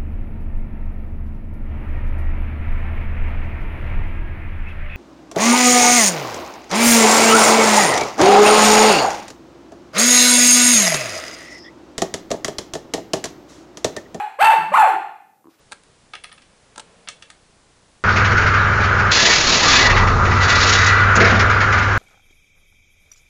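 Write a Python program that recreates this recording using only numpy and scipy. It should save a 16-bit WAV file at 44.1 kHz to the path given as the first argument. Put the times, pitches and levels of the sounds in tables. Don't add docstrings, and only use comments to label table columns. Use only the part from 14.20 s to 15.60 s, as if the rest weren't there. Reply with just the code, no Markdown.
import sys
import numpy as np
from scipy import signal
from scipy.fft import rfft, irfft, next_fast_len
from scipy.io import wavfile
from scipy.ndimage import uniform_filter1d, minimum_filter1d

SR = 44100
rng = np.random.default_rng(int(sys.argv[2]) if len(sys.argv) > 2 else 0)


def gain_from_decibels(decibels):
    exponent = np.asarray(decibels, float) / 20
    return 10 ** exponent


def wrap_up_sound(samples):
    columns = np.atleast_2d(samples).T
    tamed = np.clip(columns, -1, 1)
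    steps = np.round(tamed * 32767).astype(np.int16)
    wavfile.write(sys.argv[1], SR, steps)


N = 61739
LEAD = SR // 4

# (time [s], pitch [Hz], level [dB], roughness [0-1], brightness [dB])
BARKS = [
    [(-.2, 480, -25, .1, 14), (-.16, 830, -23, 0.17, -6.), (-.06, 846, -17, 0.24, -8.5),
     (-.04, 600, -31, 0.42, 0.5), (-.005, 350, -42, 0, -9)],
    [(.181, 450, -74.5, 0, -48.5), (.19, 519.9, -26.5, 0, -12.5), (.21, 718.5, -12, 0.13, -2.5),
     (.224, 860, -5.5, 0.22, -6), (.24, 885.5, -18, 0.62, 1.5), (.255, 898.5, -0.5, 0.2, -8.5),
     (.295, 884.5, -11, 0, -15.5), (.335, 564.3, -26, 0.32, 1), (.37, 350, -37, 0, -8.5)],
    [(.518, 570, -24.5, 0.13, -28), (.536, 615.2, -19.5, 0.23, -8), (.541, 966, -6, 0, -15.5),
     (.567, 1525, -14, 0.17, -9.5), (.577, 888.5, -5.5, 0.2, -13.5), (.61, 858.2, -11, 0.03, -5),
     (.645, 728.3, -14, 0.27, -31.5), (.69, 440, -32, 0.42, 3.), (.755, 334.7, -40, 0.27, -6)],
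]
MOUTH_SCALES = [.93, 1.0, 0.933]
# (centre [Hz], width [Hz], level [dB])
THROAT = [(870, 364, 3.5), (1150, 730, -7), (1663, 370, -5.5), (1960, 770, -9.5), (2650, 83, -11),
          (3017, 220, -14), (3660, 1100, -25), (4466, 450, -19.5), (6300, 310, -30), (8130, 770, -19),
          (10600, 4700, -25), (13500, 2500, -34)]
# (time [s], pitch [Hz], level [dB])
MOANS = [
    [(.365, 200, -95), (.385, 176.7, -35.5), (.42, 152.8, -44), (.45, 170, -50), (.475, 166.8, -46.5),
     (.495, 178.8, -43.5), (.518, 210, -33.5), (.53, 206, -71)],
    [(.735, 180, -92.5), (.758, 184, -47), (.785, 170.2, -88), (.815, 176.8, -50), (.835, 178, -86),
     (.86, 173.7, -74.5), (.91, 176.3, -64)],
]
MOAN_HARMONICS_DB = [0., -7., -18.]
# (time [s], chest level [dB], nose level [dB])
SNORT_FLAPS = [(1.243, -51., -45.), (1.255, -41., -48.), (1.270, -41., -41.), (1.282, -39., -52.),
               (1.292, -50., -50.)]
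# (resonance [Hz], swell time [s])
SNORT_CAVITIES = [
    (320, .0023),
    (1030, .0009),
]
# (band centre [Hz], t60 [s], level [dB])
ROOM_BANDS = [(150, 0.89, -15), (350, .42, 6.5), (600, 0.5, -8), (830, 0.52, 6), (1067.8, 0.55, 2.5),
              (2315, 0.61, 5), (4800, 0.6, -0.5), (12000, 0.42, 1)]
# (frequency [Hz], level [dB], t60 [s])
ROOM_MODES = [(715, -31., .6), (770, -29., .66), (815, -31., .66), (850, -34., .62), (878, -33., .64)]
# (frequency [Hz], level [dB])
HUSH_COLOUR = [(24, -85), (40, -12.5), (284, -3), (627, -6.5), (728, -12), (1780, -20.5), (2110, -25),
               (15000, -20.5)]

THROAT_FLOOR_DB = -50
NOTCH_HZ, NOTCH_WIDTH_HZ, NOTCH_DEPTH = 1780, 170, .75
HALF_SHARE = .96
TONE_FADE_HZ = 4470
BRIGHT_ABOVE_HZ = 3800
LOW_BRIGHT = .15
BREATH_DB, JITTER, SHIMMER_DB, WOBBLE_HZ = -8, .06, 11, 300

SNORT_WET_DB, SNORT_TICK_DB = -12, -10
SNIFF_S, SNIFF_ATTACK_S, SNIFF_DB = 1.285, .02, -62
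SNIFF_LOW_HZ, SNIFF_HIGH_HZ = 251, 5840

ROOM_DB, ROOM_GAP_S, ROOM_BUILD_S = -1.5, .0011, .002
HUSH_DB = -64.5
MIC_LOW_HZ, MIC_TOP_HZ = 90, 15350
LIMIT, LIMIT_S = .72, .0009


def times():
    return (np.arange(N + LEAD) - LEAD) / SR


def unit(x):
    return x / np.sqrt(np.mean(x ** 2))


def walk(rate_hz):
    k = int(SR / rate_hz)
    noise = rng.standard_normal(N + LEAD)
    return unit(uniform_filter1d(uniform_filter1d(noise, k), k))


def shaped(x, gain_of_hz):
    n = next_fast_len(len(x))
    hz = np.maximum(np.arange(n // 2 + 1) * SR / n, 1.)
    return irfft(rfft(x, n) * gain_of_hz(hz), n)[:len(x)]


def controls(rows):
    t, r = times(), np.array(rows)
    cols = [np.interp(t, r[:, 0], c) for c in r.T[1:]]
    sounding = 1. * ((t > r[0, 0]) & (t < r[-1, 0]))
    cols[1] = gain_from_decibels(cols[1]) * uniform_filter1d(sounding, size=128)
    return cols


def throat(hz):
    dip = 1 - NOTCH_DEPTH / (1 + ((hz - NOTCH_HZ) / NOTCH_WIDTH_HZ) ** 2)
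    peaks = sum(gain_from_decibels(db) / (1 + (2 * (hz - f) / width) ** 2) for f, width, db in THROAT)
    return dip * (gain_from_decibels(THROAT_FLOOR_DB) + peaks)


def treble_share(hz):
    return 1 / (1 + (BRIGHT_ABOVE_HZ / hz) ** 4)


def folds(hz, rough, bright_db, gain, mouth):
    hz = hz * (1 + JITTER * rough * walk(WOBBLE_HZ))
    phase = 2 * np.pi * np.cumsum(hz) / SR
    tone, on = np.sin(phase), gain > 0
    for k in np.arange(3, 31) / 2:
        f = k * hz[on]
        share = HALF_SHARE * rough[on] if k % 1 else 1
        reach = LOW_BRIGHT + (2 - LOW_BRIGHT) * treble_share(f)
        level = share * throat(f / mouth) * gain_from_decibels(bright_db[on] * reach)
        level = level / (1 + (f / TONE_FADE_HZ) ** 4)
        tone[on] += level * np.sin(k * phase[on] + k * k)
    return tone * gain * gain_from_decibels(SHIMMER_DB * rough * walk(WOBBLE_HZ / 2)), phase


def breath(phase, rough, bright_db, gain, mouth):
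    noise = rng.standard_normal(len(phase))
    puffs = noise * (1 + np.cos(phase)) * gain * gain_from_decibels(BREATH_DB) * 10

    def low_gain(f):
        return throat(f / mouth) * (1 - treble_share(f)) / (1 + (450 / f) ** 4)

    def top_gain(f):
        return throat(f / mouth) * treble_share(f)

    low = shaped(puffs * rough * gain_from_decibels(LOW_BRIGHT * bright_db), low_gain)
    top = shaped(puffs * .54 * gain_from_decibels(bright_db + .5 * walk(99)), top_gain)
    return low + top


def bark(rows, mouth):
    hz, gain, rough, bright_db = controls(rows)
    tone, phase = folds(hz, rough, bright_db, gain, mouth)
    return tone + breath(phase, rough, bright_db, gain, mouth)


def moan(rows):
    hz, gain = controls(rows)
    phase = 2 * np.pi * np.cumsum(hz * (1 + .08 * walk(70))) / SR
    tone = 0
    for order, db in enumerate(MOAN_HARMONICS_DB, 1):
        tone = tone + gain_from_decibels(db + 5 * walk(69)) * np.sin(order * phase)
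    return gain * tone


def snort():
    t, out = times(), 0
    tick = shaped(rng.standard_normal(len(t)), lambda f: 1 / (1 + (f / 9100) ** 4))
    for start, *levels_db in SNORT_FLAPS:
        age = np.maximum(t - start, 0)
        for level_db, (hz, swell) in zip(levels_db, SNORT_CAVITIES):
            envelope = age / swell * np.exp(1 - age / swell)
            out = out - gain_from_decibels(level_db) * np.cos(2 * np.pi * hz * age) * envelope
        nose_db = levels_db[1]
        out = out + gain_from_decibels(nose_db + SNORT_TICK_DB) * tick * (t > start) * np.exp(-age / .00061)
    return out + sniff(t)


def sniff(t):
    def nostrils(f):
        slope = f / (f + SNIFF_LOW_HZ) / (1 + f / SNIFF_HIGH_HZ) / np.sqrt(1 + f / 440)
        return slope + .063 / (1 + ((f - 5200) / 390) ** 2)

    air = unit(shaped(rng.standard_normal(len(t)), nostrils))
    onset = np.clip((t - SNIFF_S) / SNIFF_ATTACK_S, 0, 1)
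    return air * gain_from_decibels(SNIFF_DB + 3 * walk(40.4)) * onset


def room(x):
    age = np.arange(SR) / SR
    noise, tail = rng.standard_normal(SR), 0
    centres = np.log([row[0] for row in ROOM_BANDS])
    for k, (_, t60, db) in enumerate(ROOM_BANDS):
        only_k = np.arange(len(ROOM_BANDS)) == k
        band = shaped(noise, lambda f: np.interp(np.log(f), centres, only_k))
        tail = tail + band * gain_from_decibels(db - 60 * age / t60)
    for hz, db, t60 in ROOM_MODES:
        tail = tail + 2 * gain_from_decibels(db - 60 * age / t60) * np.sin(2 * np.pi * hz * age)
    tail = tail * np.clip((age - ROOM_GAP_S) / ROOM_BUILD_S, 0, 1)
    return signal.fftconvolve(x, tail / np.sqrt(np.sum(tail ** 2)))[:len(x)]


def hush():
    hz, db = np.transpose(HUSH_COLOUR)
    noise = shaped(rng.standard_normal(N), lambda f: gain_from_decibels(np.interp(np.log(f), np.log(hz), db)))
    return gain_from_decibels(HUSH_DB) * unit(noise)


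def scene():
    barks = sum(bark(rows, mouth) for rows, mouth in zip(BARKS, MOUTH_SCALES))
    voice = barks + sum(moan(rows) for rows in MOANS)
    nose = snort()
    wet = gain_from_decibels(ROOM_DB) * room(voice + gain_from_decibels(SNORT_WET_DB) * nose)
    return ((voice + nose + wet)[LEAD:] + hush())[None]


def roll_off(x):
    return signal.sosfilt(signal.butter(12, 15390, fs=SR, output="sos"), x)


def record(dry):
    x = signal.sosfilt(signal.butter(2, MIC_LOW_HZ, "high", fs=SR, output="sos"), dry)
    k = int(LIMIT_S * SR)
    needed = LIMIT / np.maximum(np.abs(x), LIMIT)
    gain = uniform_filter1d(minimum_filter1d(needed, 2 * k + 1), k)
    top_cut = signal.ellip(8, .2, 70, MIC_TOP_HZ, fs=SR, output="sos")
    mix = signal.sosfilt(top_cut, x * gain)
    return roll_off(mix)


dry = scene()
out = record(dry)
wrap_up_sound(out)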